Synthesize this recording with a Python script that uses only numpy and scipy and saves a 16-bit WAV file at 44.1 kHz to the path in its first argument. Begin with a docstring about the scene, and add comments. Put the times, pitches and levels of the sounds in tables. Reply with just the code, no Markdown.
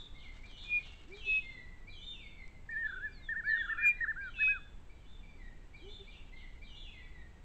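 """Two near birds warble an overlapping duet in a dry thicket: near sines arching in pitch, coloured by a
reflection off the ground. A third bird gives level whistles that swell and settle; thin whistles fall; a
dove-like coo is two soft notes. Far birds repeat a motif of slurred, partly buzzing notes with chips and rasps,
echoed by noise-built trunks. Leaf ticks and rustle are noise bursts and crackles over a rumble that slopes
into hiss. The loudest whistle just overloads the narrow-band input."""
import sys
import numpy as np
from scipy import signal
from scipy.fft import rfft, irfft
from scipy.io import wavfile
from scipy.ndimage import uniform_filter1d

SR = 44100
rng = np.random.default_rng(int(sys.argv[2]) if len(sys.argv) > 2 else 0)


def persist_wave(psi):
    """Save psi, clipped to +-1, as 16-bit WAV."""
    counts = np.round(np.clip(psi, -1, 1) * 32767).astype(np.int16)
    wavfile.write(sys.argv[1], SR, np.atleast_2d(counts).T)


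N = 328104

# far songs, one row per singing: [t/s, time stretch, pitch ratio, buzz ratio,
# then levels ahead of foliage and distance: chip/dB, dip/dB, arch/dB, drop/dB]
FAR_SONGS = [(-.19, 0.89, 1.034, 6.3, -58, -60, -45, -78), (.425, 1.026, 1, 2.15, -56.5, -55, -50, -58),
             (1.11, 0.97, 1, 1.05, -52.5, -51, -47.5, -55),
             (1.865, 1.05, 1.023, 0.57, -53.5, -51.5, -47.5, -54),
             (2.70, 1.04, 0.99, 1, -57, -68.5, -59, -71.5),
             (3.435, 1.01, .97, 0.86, -52.5, -58.5, -54.5, -59.5),
             (4.2, 1.1, 1, .9, -54.5, -59, -50.5, -72), (4.885, 1.23, 1.007, 0.76, -63.5, -72, -63.5, -76),
             (5.73, 1.08, 1.01, 0.95, -55.5, -58.5, -52, -70.5),
             (6.61, 0.98, .975, 1.1, -55.5, -54.5, -51.5, -55)]
# short replies, a chip and then one falling rasp, levels likewise:
# [t/s, chip f/Hz, chip level/dB, rasp pitch ratio, rasp level/dB]
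FAR_REPLIES = [(.14, 2196, -63, 1.03, -57), (.785, 2254, -57.5, 0.98, -52.5), (6.065, 2400, -57, .95, -57),
               (6.318, 2105, -58, 1.03, -60.5)]


def from_db(db):
    """Decibels to amplitude."""
    return 10 ** (np.asarray(db) / 20)


def add(out, s, sound):
    """Mix a sound in at a time in seconds, trimming what falls outside the scene."""
    at = int(round(s * SR))
    sound = sound[max(-at, 0):max(N - at, 0)]
    out[max(at, 0):max(at, 0) + len(sound)] += sound


def drift(size, rate):
    """Random wander about zero: straight lines between normal draws, rate of them per second."""
    knots = rng.standard_normal(1000)
    return np.interp(np.arange(size) * rate / SR, np.arange(len(knots)), knots)


def progress(length_s):
    """Runs from 0 to 1 through a note."""
    return np.linspace(0, 1, int(length_s * SR))


def low_pass(x, hz):
    """Steep cut of the treble."""
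    taps = signal.firwin(numtaps=301, cutoff=hz, fs=SR)
    return signal.fftconvolve(x, taps, "same")


def air():
    """Forest air and microphone hiss: steady noise, a rumble sloping into hiss."""
    # noise spectrum: [f/Hz, level/dB per Hz]
    air_spectrum = [(15, -67.5), (28, -63.5), (45, -75.5), (65, -74.5), (100, -83), (200, -88), (400, -95),
                    (600, -100), (900, -100), (1200, -104), (2400, -106), (3500, -111), (5300, -119),
                    (7000, -117), (8000, -115)]
    hz, db = np.transpose(air_spectrum)
    bins = np.maximum(np.arange(N // 2 + 1) * SR / N, 1)
    gain = from_db(np.interp(np.log(bins), np.log(hz), db))
    return irfft(rfft(rng.standard_normal(N)) * gain, N) * np.sqrt(SR / 2)


def litter(level_db=-72):
    """Walking birds stir the dry leaves: a soft rustle of tiny crackles, decaying noise at random moments."""
    # how much the leaves are stirred: [t/s, relative level/dB]
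    stirring_levels = [(0, 0.5), (0.7, 7.5), (1.402, 2.5), (2.2, -23.5), (3.5, -3), (4.8, -20),
                       (5.998, -7.5), (7.401, -22)]
    struck = rng.random(N) < 320 / SR   # 320 a second on average
    clicks = struck * from_db(2 * np.minimum(rng.exponential(1, N), 3))
    decay = np.exp(-1 / (0.0047 * SR))
    crackle = signal.lfilter([1], [1, -decay], clicks + 1e-18) * rng.standard_normal(N)
    stirring = from_db(np.interp(np.arange(N) / SR, *np.transpose(stirring_levels)))
    leaf_band = signal.butter(1, [600, 2600], "band", fs=SR, output="sos")
    return from_db(level_db) * stirring * signal.sosfilt(leaf_band, crackle)


def syrinx(hz, gain, waver, second_db):
    """A near sine with a slightly unsteady pitch and a weak octave."""
    phase = 2 * np.pi * np.cumsum(hz * (1 + waver * drift(len(hz), rate=250))) / SR
    fade = signal.windows.tukey(len(hz), min(1, 0.0045 * SR / len(hz)))   # 4.5 ms, half at each end
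    return np.sqrt(2) * gain * fade * (np.sin(phase) + from_db(second_db) * np.sin(2 * phase))


def sing(phrases, waver, second_db):
    """Pitch and effort glide through each phrase, their corners rounded by the muscles."""
    out = np.zeros(N)
    for phrase in phrases:
        s, hz, db = np.transpose(phrase)
        t = np.arange(s[0], s[-1], 1 / SR)
        hz = uniform_filter1d(np.interp(t, s, hz), size=260)
        db = uniform_filter1d(np.interp(t, s, db), size=260)
        add(out, s[0], syrinx(hz, from_db(db), waver, second_db))
    return out


def distant_whistle():
    """A very distant bird holds one nearly level, fading pitch."""
    # one phrase: [t/s, f/Hz, level/dB]
    distant_phrases = [
        [(0, 1185, -79), (.15, 1182, -76), (.4, 1176, -92)],
    ]
    return sing(distant_phrases, waver=0.0064, second_db=-43)


# far birds' overtone at a pitch of 2 kHz; its change per octave of pitch
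FAR_OCTAVE_DB, OCTAVE_SLOPE_DB = -13.5, -16


def slur(bend, db, buzz, octave_db, trill_hz=150, upper_ratio=1.14, upper_db=-11, buzzy=0.052):
    """One note along a pitch bend; buzzy ones trill fast and bring in the other side of the syrinx."""
    u = np.linspace(0, 1, len(bend))
    trill_rate = trill_hz * (1 + 0.367 * drift(len(u), rate=120))
    trill = np.sin(2 * np.pi * np.cumsum(trill_rate) / SR)
    hz = bend * (1 + buzz * trill * (1 - u))   # the buzz clears into a pure tone
    gain = from_db(db) * np.abs(np.sin(np.pi * u)) ** 0.32
    overtone_db = octave_db + OCTAVE_SLOPE_DB * np.log2(hz / 2000)   # foliage swallows high overtones
    upper_gain = gain * from_db(upper_db) * min(buzz / buzzy, 1) ** 2 * 2 * (1 - u)
    main_side = syrinx(hz, gain, waver=0.0069, second_db=overtone_db)
    other_side = syrinx(upper_ratio * hz, upper_gain, waver=0.017, second_db=-42)
    return main_side + other_side


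def bend_through(pitches, length_s):
    """A smooth glide through a start, a middle and an end pitch."""
    return np.polyval(np.polyfit([0, .5, 1], pitches, 2), progress(length_s))


def far_songs():
    """The slurred motif returns at its own pace and pitch, with low sagging tones and rasping replies."""
    # short buzz, dip, arch and drop, ahead of each song's stretch and ratios:
    # [t after song start/s, length/s, start f/Hz, middle f/Hz, end f/Hz, buzz as share of pitch]
    motif = [(.028, .045, 3820, 3880, 3650, .085), (.058, .11, 3400, 3010, 2942, .02),
             (.14, .1, 3342, 3557, 3350, 0.043), (.218, .09, 3400, 2800, 2520, .03)]
    # low tones that sag and level off; most are birds' closing notes, the one at 3.966 s is only
    # a stray blip and no bird: [t/s, length/s, final f/Hz, sag/Hz, level ahead of foliage/dB]
    sagging_tones = [ (0.232, 0.065, 2053, 403, -56.5), (1.421, .135, 2060, 88.6, -54.5),
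                     (1.538, 0.071, 1953, 159.5, -56), (1.649, .14, 1960, 60, -70.5),
                     (2.198, 0.082, 2172, 399, -55), (2.311, 0.06, 2240, 178, -61.5),
                     (2.373, 0.075, 2050, 131, -59), (3.05, 0.073, 2350, 102.6, -63.5),
                     (3.16, .06, 2077, 200.5, -66), (3.766, 0.18, 1897, 139, -59.5),
                     (3.966, 0.031, 1948, 149, -53), (5.226, 0.038, 2285, 150, -60.5),
                     (5.283, 0.0644, 2283, 135, -61), (5.382, 0.11, 1866, 262, -63),
                     (6.405, 0.048, 1971, 403, -58), (6.93, 0.097, 1961, 321, -60),
                     (7.022, .043, 2290, 50, -61), (7.118, 0.12, 1866, 244, -63.5)]
    # one falling rasp, ahead of each reply's pitch ratio: columns as in the motif, t after the reply's start
    rasp = (0.04, 0.072, 3680, 3100, 2720, .17)
    buzz_db = -7   # the short buzz, relative to the dip
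    sag_power, sagging_buzz, sagging_octave_db = 2.3, .005, -14
    out = np.zeros(N)
    for s, stretch, ratio, rough, _, dip_db, arch_db, drop_db in FAR_SONGS:
        levels = (dip_db + buzz_db, dip_db, arch_db, drop_db)
        for (after, length, *pitches, buzz), db in zip(motif, levels):
            bend = ratio * bend_through(pitches, stretch * length)
            add(out, s + stretch * after, slur(bend, db, rough * buzz, FAR_OCTAVE_DB))
    for s, length, hz, sag_hz, db in sagging_tones:
        bend = hz + sag_hz * (1 - progress(length)) ** sag_power
        add(out, s, slur(bend, db, sagging_buzz, sagging_octave_db))
    after, length, *pitches, buzz = rasp
    for s, _, _, ratio, db in FAR_REPLIES:
        bend = ratio * bend_through(pitches, length)
        add(out, s + after, slur(bend, db, buzz, FAR_OCTAVE_DB))
    return out


def foliage(x):
    """Leaves and stems colour distant voices, thinning parts of the treble."""
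    # gain on the way through: [f/Hz, gain/dB]
    foliage_gain = [(2000, 2.5), (2800, -1), (3100, -3.5), (3400, -1.5), (3800, 0), (4400, -0.5),
                    (5100, -12), (6000, -1.5), (7000, -0.5)]
    hz, db = np.transpose(foliage_gain)
    bins = np.arange(N // 2 + 1) * SR / N
    return irfft(rfft(x) * from_db(np.interp(bins, hz, db)), N)


def forest(x, t60, build_s, flutter_db=4.5):
    """Trunks scatter the sound: echoes come in uneven clumps, build up, then die away; unit energy."""
    t = np.arange(SR) / SR
    clumps = from_db(flutter_db * drift(SR, rate=69.6))
    envelope = from_db(-60 * t / t60) * (1 - np.exp(-t / build_s))
    echoes = rng.standard_normal(SR) * clumps * envelope
    return signal.fftconvolve(x, echoes / np.linalg.norm(echoes))[:N]


def opening_chips():
    """Songs and replies open with a chip that swells briefly as it flicks up to its top pitch."""
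    song_chip_hz, chip_s, rise = 2377, .041, 0.11   # top pitch, length, rise as share of the pitch
    out, u = np.zeros(N), progress(chip_s)
    song_chips = [(s, song_chip_hz, db) for s, _, _, _, db, *_ in FAR_SONGS]
    reply_chips = [reply[:3] for reply in FAR_REPLIES]
    for s, hz, db in song_chips + reply_chips:
        pitch = hz * (1 - rise * (1 - u) ** 3)
        gain = from_db(db) * np.sin(np.pi * u) ** 2
        add(out, s, syrinx(pitch, gain, waver=0.012, second_db=-17))
    return out


def leaf_ticks(t60=0.0083):
    """A dry leaf snaps under a foot: a brief bright noise burst."""
    # leaf snaps: [t/s, peak level ahead of the bass cut/dB]
    leaf_snaps = [(.462, -59), (.642, -48), (1.017, -59), (1.137, -60), (2.479, -46.5), (2.712, -50),
                  (3.535, -70)]
    out, t = np.zeros(N), np.arange(SR // 20) / SR
    for s, db in leaf_snaps:
        burst = rng.standard_normal(len(t)) * from_db(-60 * t / t60)
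        add(out, s, from_db(db) * burst / np.abs(burst).max())
    return signal.sosfilt(signal.butter(1, 1500, "high", fs=SR, output="sos"), out)


def whistle(waver, second_db):
    """Each whistle swells while it settles on its pitch, holds, then sags as it is let go."""
    # a low and a high one in turn: [t/s, length/s, held f/Hz, start above it/Hz, level/dB]
    level_whistles = [(0.646, .153, 2433, 25.5, -31), (1.213, 0.19, 2566, 198.5, -30),
                      (3.773, 0.15, 2413, -9, -25), (4.34, 0.2, 2536, 239.5, -28)]
    start_db = -27   # the swell begins this far below the held level
    attack_s, release_s, settle_s, end_sag_hz = 0.093, 0.029, 0.031, 60.8
    out = np.zeros(N)
    for s, length, hz, above_hz, db in level_whistles:
        t = length * progress(length)
        still_to_swell = np.cos(np.pi / 2 * np.minimum(t / attack_s, 1)) ** 1.7
        swell = from_db(start_db * still_to_swell)
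        release = np.clip(1 - (length - t) / release_s, 0, 1)
        pitch = hz + above_hz * np.exp(-t / settle_s) - end_sag_hz * release ** 2
        gain = from_db(db) * swell * (1 - release ** 1.4)
        add(out, s, syrinx(pitch, gain, waver, second_db))
    return out


def dove():
    """The same soft two-note coo, louder or softer."""
    # a rising note and a short one: [t after coo start/s, f/Hz, level relative to the coo/dB]
    coo_notes = [
        [(0, 282.5, -9), (.035, 369.6, -1.5), (.07, 404.3, 1.5), (.11, 422, -7), (.13, 423, -9.5)],
        [(.185, 390, -6.5), (.21, 401, 2), (.24, 390, -25)],
    ]
    # each coo: [t/s, level/dB]
    coo_times = [(1.075, -54.5), (2.9, -66.5), (5.81, -55)]
    notes = [np.array(note) + (s, 0, db) for s, db in coo_times for note in coo_notes]
    return sing(notes, waver=0.012, second_db=-22)


def trunk_echo(x, delay_s, db):
    """One distinct reflection off a nearby tree."""
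    out = np.zeros(N)
    add(out, delay_s, from_db(db) * x)
    return out


def warble(notes, waver, second_db, legato_s=.003):
    """Notes arch up to a top pitch and back; one that follows at once is slurred from the last one's foot."""
    # ground reflection, gain by pitch, strongest near 1750 Hz: [f/Hz, gain/dB]
    ground_reflection = [(1200, -12.5), (1450, -4.5), (1620, -6.5), (1750, 1.5), (1850, -5.5), (1950, -4.5)]
    arch_power, foot_loss_db = 1.6, -11   # flatness of a soft arch's top; effort lost at its feet
    held_s = .05   # shorter notes have little time to hold
    shallow_hz = 450   # arches shallower than this lose less effort
    max_rise_hz_per_s = 12000   # a note that peaks early has to start high
    # notes louder than this hold their top longer and turn down more sharply
    soft_db, flatter_per_db = -38.5, 0.22
    times, pitches, efforts, last_end, last_foot = [], [], [], 0, 0
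    next_starts = [note[0] for note in notes[1:]] + [N / SR]
    for (s, length, top_at, top_hz, foot_hz, db), next_s in zip(notes, next_starts):
        length = min(length, next_s - s)
        u, top_at = progress(length), np.clip(top_at, .05, .95)
        rising = u < top_at
        flatness = arch_power + flatter_per_db * max(db - soft_db, 0) * min(length / held_s, 1) ** 2
        if s - last_end < legato_s:
            first_hz = last_foot
        else:
            first_hz = max(foot_hz, top_hz - max_rise_hz_per_s * top_at * length)
        from_top = np.where(rising, 1 - u / top_at, (u - top_at) / (1 - top_at)) ** flatness
        pitch = top_hz - (top_hz - np.where(rising, first_hz, foot_hz)) * from_top
        depth = (top_hz - pitch) / max(top_hz - foot_hz, shallow_hz)
        times.append(s + length * u)
        pitches.append(pitch)
        efforts.append(from_db(db + foot_loss_db * depth))
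        last_end, last_foot = s + length, foot_hz
    hz = np.interp(np.arange(N) / SR, np.concatenate(times), np.concatenate(pitches))
    gain = np.zeros(N)
    for t, effort in zip(times, efforts):
        add(gain, t[0], effort)
    gain = gain * from_db(np.interp(hz, *np.transpose(ground_reflection)))
    hz, gain = uniform_filter1d(hz, size=200), uniform_filter1d(gain, size=200)
    return syrinx(hz, gain, waver, second_db)


def warbled_duet():
    """A leading warbler and its lower, overlapping partner, every note an arch of pitch."""
    # leader: [t/s, length/s, top at share of the length, top f/Hz, foot f/Hz,
    # level ahead of the ground reflection/dB]
    lead_notes = [ (2.691, 0.075, 0.15, 1856, 1700, -38.5), (2.757, 0.083, 0.68, 1840, 1720, -34),
                  (2.843, 0.034, 0.71, 1747, 1420, -35), (2.883, 0.032, .5, 1650, 1340, -36.5),
                  (2.921, 0.03, 0.57, 1575, 1340, -36.5), (2.958, 0.044, 0.46, 1544, 1388, -37.5),
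                  (2.992, 0.093, 0.69, 1743, 1575, -38), (3.289, 0.058, 0.19, 1835, 1408, -32.5),
                  (3.348, 0.066, 0.56, 1835, 1450, -34), (3.491, 0.052, 0.09, 1872, 1754, -30.5),
                  (3.537, 0.1, 0.55, 1855, 1500, -30), (3.63, .04, .45, 1640, 1220, -35),
                  (3.69, .053, 0.46, 1815, 1440, -32.5), (3.77, 0.12, 0.33, 1827, 1470, -35.5),
                  (4.008, .049, 0.18, 1878, 1250, -28), (4.064, 0.061, 0.64, 1788, 1250, -33),
                  (4.16, .139, .27, 1620, 1356, -36), (4.386, 0.052, 0.61, 1770, 1300, -36.5),
                  (4.472, 0.12, 0.27, 1661, 1160, -35)]
    # partner: [t/s, length/s, top at share of the length, top f/Hz, foot f/Hz,
    # level ahead of the ground reflection/dB]
    partner_notes = [ (3.437, .143, .52, 1765, 1414, -32.5), (3.674, 0.027, 0.63, 1460, 1210, -36.5),
                     (3.71, .032, 0.66, 1390, 1175, -39.5), (3.747, 0.025, .52, 1380, 1219, -41),
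                     (3.777, 0.029, 0.38, 1450, 1383, -37.5), (3.808, .056, 0.47, 1655, 1254, -34.5)]
    lead = warble(lead_notes, waver=0.0035, second_db=-49.0)
    partner = warble(partner_notes, waver=0.0022, second_db=-56.5)
    return lead + partner


def falling_whistles(waver, second_db):
    """A thin slide, steepest at first, that swells twice on the way down."""
    # slides: [t/s, length/s, start f/Hz, end f/Hz, bend (1 = straight), level ahead of the swells/dB]
    slides = [(3.111, 0.2, 5100, 3160, 0.73, -62), (3.466, 0.17, 4950, 3253, .52, -53.5)]
    gain_through_db = 10   # they gain this much from start to end
    out = np.zeros(N)
    for s, length, start_hz, end_hz, bend, db in slides:
        u = progress(length)
        pitch = start_hz + (end_hz - start_hz) * u ** bend
        swells = np.abs(np.sin(2 * np.pi * u))
        gain = from_db(db + gain_through_db * (u - .5)) * swells
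        add(out, s, syrinx(pitch, gain, waver, second_db))
    return out


def scene():
    """Far songs and chips echo most, near voices less; the distant whistle comes straight."""
    duet = warbled_duet()
    whistles = whistle(waver=0.00053, second_db=-45.5)
    falls = falling_whistles(waver=0.0099, second_db=-38.0)
    coos = dove()
    chipping, slurring = foliage(opening_chips()), foliage(far_songs())
    near = duet + whistles + falls + coos + leaf_ticks() + litter()
    far = chipping + from_db(-4) * slurring + distant_whistle()   # straight paths

    near_echoes = trunk_echo(duet, delay_s=.03, db=-19)
    near_echoes += forest(from_db(-21.0) * duet, t60=0.55, build_s=0.021)
    middle_voices = from_db(-12.5) * falls + from_db(-13) * coos
    middle_echoes = forest(middle_voices, t60=0.24, build_s=0.021)
    whistle_echoes = trunk_echo(whistles, delay_s=.055, db=-25.5)
    whistle_echoes += forest(from_db(-19) * whistles, t60=0.32, build_s=0.013)
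    far_voices = from_db(2.5) * chipping + from_db(-1.0) * slurring
    far_echoes = forest(far_voices, t60=0.66, build_s=0.0027)
    echoes = near_echoes + middle_echoes + whistle_echoes + far_echoes
    return (near + far + echoes + air())[None]


def record(dry, overload_db=-25.5, grit=0.0054, hiss_db=-90):
    """A narrow-band input; above its overload level the treble gains a squared-off edge; a faint hiss follows."""
    input_top_hz, cutoff_hz = 8250, 15700
    narrow = low_pass(dry[0], input_top_hz)
    treble = narrow - low_pass(narrow, 2000)
    power = np.abs(uniform_filter1d(treble ** 2, size=400))
    level_db = 10 * np.log10(power + 1e-12)
    overload = np.clip(2 * (level_db - overload_db), 0, 1)   # full within half a dB
    edge = grit * overload * np.tanh(treble / 0.012)
    hiss = from_db(hiss_db) * rng.standard_normal(N)
    return low_pass(narrow + edge + hiss, cutoff_hz)[None]


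dry = scene()
out = record(dry)
persist_wave(out)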